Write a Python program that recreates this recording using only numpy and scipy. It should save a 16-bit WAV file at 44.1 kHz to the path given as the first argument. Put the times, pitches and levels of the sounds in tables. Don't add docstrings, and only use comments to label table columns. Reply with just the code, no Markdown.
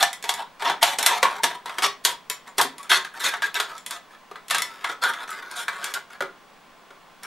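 import sys
import numpy as np
from scipy import signal
from scipy.fft import rfft, irfft, next_fast_len
from scipy.io import wavfile
from scipy.ndimage import uniform_filter1d, minimum_filter1d, map_coordinates

SR = 44100
rng = np.random.default_rng(int(sys.argv[2]) if len(sys.argv) > 2 else 0)


def generate_wav(sig):
    pcm = np.round(np.clip(np.atleast_2d(sig).T, -1, 1) * 32767).astype(np.int16)
    wavfile.write(sys.argv[1], SR, pcm)


N = 320144
CONTACT_S = np.arange(SR // 4) / SR


def amp(db):
    return 10 ** (np.asarray(db) / 20)


def unit_rms(x):
    return x / np.sqrt(np.mean(x ** 2) + 1e-20)


def unit_energy(x):
    return x / np.sqrt(np.sum(x ** 2) + 1e-20)


def curve(points, hz):
    point_hz, values = np.transpose(points)
    return np.interp(np.log(hz + 1), np.log(point_hz + 1), values)


def filtered(x, gain):
    n = x.shape[-1]
    size = next_fast_len(n + SR // 8)
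    return irfft(rfft(x, size) * gain(np.fft.rfftfreq(size, 1 / SR)), size)[..., :n]


def decay(t, t60_s):
    return np.exp(-np.log(1000) * t / np.maximum(t60_s, 1e-3))


def add(track, start_s, x):
    i = max(0, round(start_s * SR))
    track[..., i:i + x.shape[-1]] += x[..., :max(0, N - i)]


def dense_modes(spectrum_db, t60_s):
    n = len(CONTACT_S)
    cepstrum = irfft(np.log(amp(spectrum_db(np.fft.rfftfreq(2 * n, 1 / SR)))))
    cepstrum[1:n] *= 2
    cepstrum[n:] = 0
    noise = rng.standard_normal(n) * decay(CONTACT_S, t60_s)
    return unit_energy(irfft(rfft(noise, 2 * n) * np.exp(rfft(cepstrum)))[:n])


def ringing(modes, t60_s, scatter_db, detune, weight_db=np.zeros_like):
    hz, db = np.transpose(modes)
    strength, bend, polarity = rng.standard_normal((3, len(hz)))
    waves = np.cos(2 * np.pi * np.outer(hz * (1 + detune * bend), CONTACT_S)) * decay(CONTACT_S, t60_s)
    gains = np.sign(polarity) * amp(db + weight_db(hz) + scatter_db * strength)
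    return unit_energy(gains @ waves)


def impulses(t, rate_per_s, spread_db):
    occurs = rng.random(len(t)) < rate_per_s / SR
    size = amp(spread_db * np.clip(rng.standard_normal(len(t)), -2, 2))
    return occurs * rng.choice([-1, 1], len(t)) * size


# frequency in Hz, relative density in dB.
AIR_SPECTRUM = [(15, -2.5), (35, -21.5), (70, -16.5), (120, -13.5), (150, -7), (200, -3.5), (340, -9),
                (700, -4.5), (1060, -4.5), (1400, -7.5), (3300, -15), (10800, -29.5), (16000, -37)]
# frequency in Hz, left-right correlation.
AIR_CORRELATION = [(60, 0.31), (240, 0.43), (950, 0.92), (3770, 0.76), (15000, 0.55)]
# frequency in Hz, relative level in dB.
WHINE_TONES = [(1044, -60.5), (1136, -65), (2266, -72.5), (3402, -70.5), (15622, -71.5)]
def background():
    def mid_side_gains(hz):
        angle = np.arccos(np.clip(curve(AIR_CORRELATION, hz), -1, 1)) / 2
        return amp(curve(AIR_SPECTRUM, hz)) * [np.cos(angle), np.sin(angle)]
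    mid, side = filtered(rng.standard_normal((2, N)), mid_side_gains)
    t = np.arange(N) / SR
    whine = sum(amp(db) * np.sqrt(2) * np.sin(2 * np.pi * hz * t) for hz, db in WHINE_TONES)
    return amp(-52) * unit_rms(np.array([mid + side, mid - side])) + amp(-2) * whine


# frequency in Hz, T60 in seconds.
ROOM_T60 = [(200, 0.57), (530, 0.22), (1400, 0.26), (3700, 0.25), (12000, 0.16)]
# frequency in Hz, side minus mid in dB.
ROOM_WIDTH = [(150, -19), (700, -10), (2000, -13.5), (4300, -8), (12000, -7.5)]
def in_room(x, wet_db, build_up_s=0.0011):
    hz, t, spectra = signal.stft(rng.standard_normal((2, SR // 2)), SR, nperseg=256)
    spectra = spectra * decay(t, curve(ROOM_T60, hz)[:, None])
    spectra[1] *= amp(curve(ROOM_WIDTH, hz))[:, None]
    tails = signal.istft(spectra, SR, nperseg=256)[1]
    tails *= 1 - np.exp(-np.arange(tails.shape[1]) / SR / build_up_s)
    mid, side = amp(wet_db) * signal.fftconvolve(x[None], tails / np.linalg.norm(tails[0]), axes=1)
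    mid[:len(x)] += x
    return np.array([mid + side, mid - side])


# time in seconds, pitch in Hz.
WALL_PITCH = [(0.03, 804), (0.3, 915), (0.69, 930), (1.0, 775), (1.08, 990), (1.25, 1040), (1.55, 950),
              (1.84, 1090), (2.08, 980), (2.78, 1010), (2.9, 1595), (3.56, 1580), (3.62, 1300),
              (4.36, 1240), (4.55, 1190), (4.85, 1400), (5.68, 1490), (6.2, 1400)]
def wall_hz(time_s):
    return np.interp(time_s, *np.transpose(WALL_PITCH))


# frequency in Hz, relative density in dB.
WALL_SPECTRUM = [(200, -61.5), (500, -6.5), (700, 9.5), (1000, -0.5), (1700, 7.5), (2300, -1),
                 (3200, -11.5), (6000, -42)]
# frequency in Hz, relative level in dB.
WALL_MODES = [(708, 4), (760, -2.5), (825, -5), (921, 5), (975, 2.5), (1060, -3), (1127, 3.5), (1235, 1),
              (1310, 1), (1418, -0.5), (1602, -1), (1671, -1.5), (1747, 0), (1996, 1.5), (2100, -4),
              (2316, -1.5)]
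def wall(pitch_hz, width_octaves=0.12, focus_db=11, low_cut_db=11):
    def emphasis_db(hz):
        octaves = np.log2((hz + 1) / pitch_hz)
        peak_db = focus_db / (1 + (octaves / width_octaves) ** 2)
        return peak_db + low_cut_db * np.clip(octaves + 0.5, -1, 0)
    dense = dense_modes(lambda hz: curve(WALL_SPECTRUM, hz) + emphasis_db(hz), t60_s=0.045)
    ring = ringing(WALL_MODES, t60_s=0.098, scatter_db=1.5, detune=0.0061, weight_db=emphasis_db)
    return unit_energy(dense + amp(2) * ring)


# frequency in Hz, relative density in dB.
CRACK_SPECTRUM = [(350, -30), (800, -22), (1900, -1.5), (2600, -5.5), (3500, 0.5), (4600, -5.5),
                  (6000, -7.5), (9000, -8), (12000, -12), (14000, -18.5), (16000, -45.5)]
# frequency in Hz, relative level in dB.
RIM_MODES = [(2455, -6), (2607, -3), (3213, -3), (3435, 4), (3530, -1), (3760, -3), (4250, -5), (5410, -4),
             (6950, -9)]
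def crack(brightness, t60_s, rim_db):
    def tilt_db(hz):
        return brightness * curve([(3500, 0.044), (9500, 0.88)], hz)
    dense = dense_modes(lambda hz: curve(CRACK_SPECTRUM, hz) + tilt_db(hz), t60_s)
    rim = ringing(RIM_MODES, t60_s=0.056, scatter_db=-1.5, detune=0.004, weight_db=tilt_db)
    return unit_energy(dense + amp(rim_db) * rim)


# frequency in Hz, relative density in dB.
THUD_SPECTRUM = [(120, -33.5), (160, -10), (260, -16), (410, 3.5), (560, 1), (800, -6), (1600, -35.5)]
# frequency in Hz, relative level in dB.
HOLLOW_MODES = [(265, -6.5), (407, 2), (560, -2)]
def thud(t60_s):
    dense = dense_modes(lambda hz: curve(THUD_SPECTRUM, hz), t60_s)
    hollow = ringing(HOLLOW_MODES, t60_s=0.086, scatter_db=2, detune=0.0039)
    return unit_energy(dense + amp(-5) * hollow)


# start in seconds, relative level in dB, hollow pitch in Hz.
CARDBOARD_KNOCKS = [(2.649, -36, 267), (4.313, -44, 425), (6.2062, -28.5, 559), (6.222, -32.5, 385),
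                    (6.9057, -49, 564)]
def knocks(rise_s=0.002):
    out = np.zeros((2, N))
    envelope = decay(CONTACT_S, t60_s=0.11) * (1 - np.exp(-CONTACT_S / rise_s))
    for start_s, db, hollow_hz in CARDBOARD_KNOCKS:
        note = unit_energy(np.sin(2 * np.pi * hollow_hz * CONTACT_S) * envelope)
        ring = amp(5) * wall(wall_hz(start_s))
        tick = amp(-5.5) * crack(brightness=-7.5, t60_s=0.037, rim_db=-20)
        blow = amp(-2.5) * thud(t60_s=0.046) + amp(-2) * note + ring + tick
        add(out, start_s, in_room(amp(db + 26.5) * blow, wet_db=-5.5))
    return out


def rasp(force, pitch_hz, ring_db, crackle_db, brightness, slips_per_s):
    t, length_s = np.arange(len(force)) / SR, len(force) / SR
    slips = force * impulses(t, slips_per_s, spread_db=4.5)
    stages = [slips * np.clip(1 - abs(2 * t / length_s - k), 0, 1) for k in range(3)]
    def driven(response):
        return unit_energy(sum(signal.fftconvolve(stage, response()) for stage in stages))
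    ring = amp(ring_db - 3) * driven(lambda: wall(pitch_hz))
    crackle = amp(crackle_db - 2.33) * driven(lambda: crack(brightness, t60_s=0.012, rim_db=-6.5))
    rumble = amp(ring_db - 20) * driven(lambda: thud(t60_s=0.11))
    return in_room(np.sqrt(len(force)) * (ring + crackle + rumble), wet_db=-6.5)


# start in seconds, length in seconds, relative ring level in dB.
WALL_FLEXES = [(0.249, 0.1, -37.5), (0.377, 0.049, -30.5), (0.593, 0.068, -33), (1.25, 0.14, -32),
               (1.461, 0.097, -34), (1.662, 0.13, -38.5), (2.463, 0.028, -41), (2.794, 0.11, -44.5),
               (2.967, 0.064, -34.5), (3.132, 0.079, -37.5), (3.307, 0.074, -34), (3.615, 0.16, -38.5),
               (4.108, 0.044, -47.5), (4.63, 0.25, -42), (4.839, 0.091, -32), (5.1, 0.14, -34),
               (5.276, 0.13, -34.5), (5.421, 0.21, -39), (5.692, 0.13, -35.5), (6.102, 0.057, -42),
               (7.226, 0.05, -38)]
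def flexes(clump_db=2, clump_s=0.01414):
    out = np.zeros((2, N))
    for start_s, length_s, ring_db in WALL_FLEXES:
        t = np.arange(0, length_s, 1 / SR)
        clumps = map_coordinates(rng.standard_normal(100), [t / clump_s], mode="mirror")
        force = amp(clump_db * clumps)
        pitch_hz = wall_hz(start_s + length_s / 2)
        crackle_db = ring_db - 8
        add(out, start_s, rasp(force, pitch_hz, ring_db, crackle_db, brightness=-5, slips_per_s=900))
    return out


# start in seconds, length in seconds, pitch in Hz, level in dB.
PANEL_SQUEALS = [(0.026, 0.03, 1750, -21.5), (0.391, 0.03, 897, -37), (1.244, 0.024, 1080, -18.5),
                 (1.393, 0.026, 940, -31), (1.836, 0.039, 1190, -35.5), (2.589, 0.031, 955, -21.5),
                 (2.785, 0.043, 1120, -43.5), (3.423, 0.04, 1606, -24), (4.508, 0.04, 1774, -29),
                 (5.033, 0.035, 1446, -23), (5.945, 0.037, 1422, -33.5)]
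def squeals(waver=0.0082):
    out = np.zeros((2, N))
    for start_s, length_s, pitch_hz, db in PANEL_SQUEALS:
        n = round(length_s * SR)
        force = uniform_filter1d(np.hanning(n), size=200, mode="constant")
        drift = unit_rms(uniform_filter1d(rng.standard_normal(n), size=500))
        phase = 2 * np.pi * np.cumsum(pitch_hz * (1 + waver * drift)) / SR
        add(out, start_s, in_room(amp(db) * unit_rms(force * np.sin(phase)), wet_db=-8.5))
    return out


# frequency in Hz, relative level in dB.
BLADE_MODES = [(1000, -4), (2004, -4), (2230, -4), (3450, -12.5), (5450, -7.5), (7200, -2)]
# time in seconds, relative level in dB.
BLADE_CLICKS = [(0.13, -32), (0.226, -36.5), (0.3392, -30.5), (1.028, -22.5), (2.2993, -23.5),
                (2.477, -48.5), (2.782, -39.5), (2.83, -42), (3.242, -29.5), (3.5432, -30.5), (3.78, -41),
                (3.863, -31), (3.9089, -30), (4.483, -39), (4.5, -31), (4.583, -25.5), (4.62, -24),
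                (5.284, -60), (5.305, -38.5), (5.5128, -38.5), (5.842, -26.5), (7.233, -39.5)]
def clicks(lead_in_s=0.008, can_hz=1935):
    out, t = np.zeros((2, N)), np.arange(0, lead_in_s, 1 / SR)
    for time_s, db in BLADE_CLICKS:
        steel = amp(-6) * ringing(BLADE_MODES, t60_s=0.12, scatter_db=4, detune=0.002)
        can = amp(-7) * wall(can_hz) + amp(-21) * thud(t60_s=0.073)
        click = amp(db + 25) * (crack(brightness=9, t60_s=0.019, rim_db=-5.5) + steel + can)
        lead_in = unit_energy(impulses(t, rate_per_s=3500, spread_db=8.5) * t)
        add(out, time_s - lead_in_s, amp(-23) * signal.fftconvolve(lead_in, click))
        add(out, time_s, in_room(click, wet_db=-3.5))
    return out


# time in seconds, then relative levels in dB of ring, crack and thud.
WALL_SNAPS = [(0.0266, -15.5, -14.5, -57), (0.24, -32.5, -31, -43), (0.2919, -22, -18.5, -44),
              (0.622, -25, -32, -39), (0.698, -19.5, -28, -32), (0.828, -13.5, -11.5, -65),
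              (0.9859, -30, -21, -34), (1.062, -22, -11, -42), (1.229, -14, -17.5, -24),
              (1.254, -19, -35, -41.5), (1.434, -30, -20, -28), (1.44, -18, -17, -33.5),
              (1.658, -32.5, -36, -43), (1.695, -31, -38, -58.5), (1.784, -25.5, -26.5, -37.5),
              (1.822, -25, -25, -41), (2.05, -23.5, -13, -36), (2.582, -27.5, -18.5, -29),
              (2.613, -26.5, -17.5, -35), (2.916, -13.5, -21, -52), (3.048, -31, -35, -66),
              (3.338, -24.5, -32, -56), (3.4213, -23.5, -28.5, -58), (3.5999, -22.5, -21, -38.5),
              (4.357, -36.5, -44.5, -55), (4.508, -25, -20, -64), (4.5464, -22.5, -21, -46.5),
              (4.845, -22.5, -31, -65), (4.896, -27, -35, -40), (5.037, -23.5, -24, -53),
              (5.135, -32, -35.5, -61), (5.6812, -22.5, -29, -42), (5.939, -34, -26, -49)]
def snaps(lead_in_s=0.014):
    out, t = np.zeros((2, N)), np.arange(0, lead_in_s, 1 / SR)
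    for time_s, ring_db, crack_db, thud_db in WALL_SNAPS:
        ring = amp(ring_db + 26.5) * wall(wall_hz(time_s))
        brightness = -3 + 0.77 * (crack_db - ring_db)
        tick = amp(crack_db + 26) * crack(brightness, t60_s=0.052, rim_db=-12)
        knock = amp(thud_db + 25) * thud(t60_s=0.048)
        lead_in = unit_energy(impulses(t, rate_per_s=14000, spread_db=-6.5) * t)
        add(out, time_s - lead_in_s, amp(-20.5) * signal.fftconvolve(lead_in, ring + tick))
        add(out, time_s, in_room(ring + knock, wet_db=-4.5))
        add(out, time_s, in_room(tick, wet_db=-5))
    return out


# start and length in seconds, relative crackle and ring levels in dB, brightness.
SCISSOR_CUTS = [(0, 0.026, -22, -21, -5), (0.64, 0.081, -27.5, -21.5, -14), (0.812, 0.13, -27, -27.5, -5),
                (0.986, 0.089, -31.5, -28.5, -7), (1.066, 0.12, -28, -22.5, -5.5),
                (1.823, 0.044, -19.5, -18.5, -8.5), (2.063, 0.061, -31.5, -28, 1.5),
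                (2.58, 0.039, -28.5, -17, -11), (2.893, 0.084, -18.5, -20.5, -7),
                (3.193, 0.077, -33, -31.5, -2), (3.235, 0.06, -22, -24.5, 0.5),
                (3.421, 0.05, -32, -29.5, -6), (3.546, 0.047, -26.5, -26.5, -9),
                (3.898, 0.076, -39.5, -36.5, -2), (4.496, 0.11, -29.5, -29.5, -24),
                (5.015, 0.087, -29.5, -23.5, -3), (5.556, 0.083, -33.5, -33, 4),
                (5.821, 0.099, -39.5, -33.5, -3.5), (5.936, 0.041, -40, -31, -18)]
def cuts(attack_s=0.0083, grip_db=-14, sag_db=-6.5):
    out = np.zeros((2, N))
    for start_s, length_s, crackle_db, ring_db, brightness in SCISSOR_CUTS:
        t = np.arange(0, length_s, 1 / SR)
        force = amp(np.interp(t, [0, attack_s, length_s], [grip_db, 0, sag_db]))
        pitch_hz = wall_hz(start_s + length_s / 2)
        add(out, start_s, rasp(force, pitch_hz, ring_db, crackle_db, brightness, slips_per_s=4500))
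    return out


def scene():
    low_cut = signal.butter(2, 130, "highpass", fs=SR, output="sos")
    rasps = signal.sosfilt(low_cut, cuts() + flexes())
    can = snaps() + clicks() + knocks() + squeals() + rasps
    return can * amp([[0.25], [-0.25]]) + background()


def record(dry, top_hz=15800):
    needed_gain = 1 / np.maximum(1, np.abs(dry).max(axis=0))
    gain = uniform_filter1d(minimum_filter1d(needed_gain, size=65), size=65)
    return filtered(dry * gain, lambda hz: hz < top_hz)


dry = scene()
out = record(dry)
generate_wav(out)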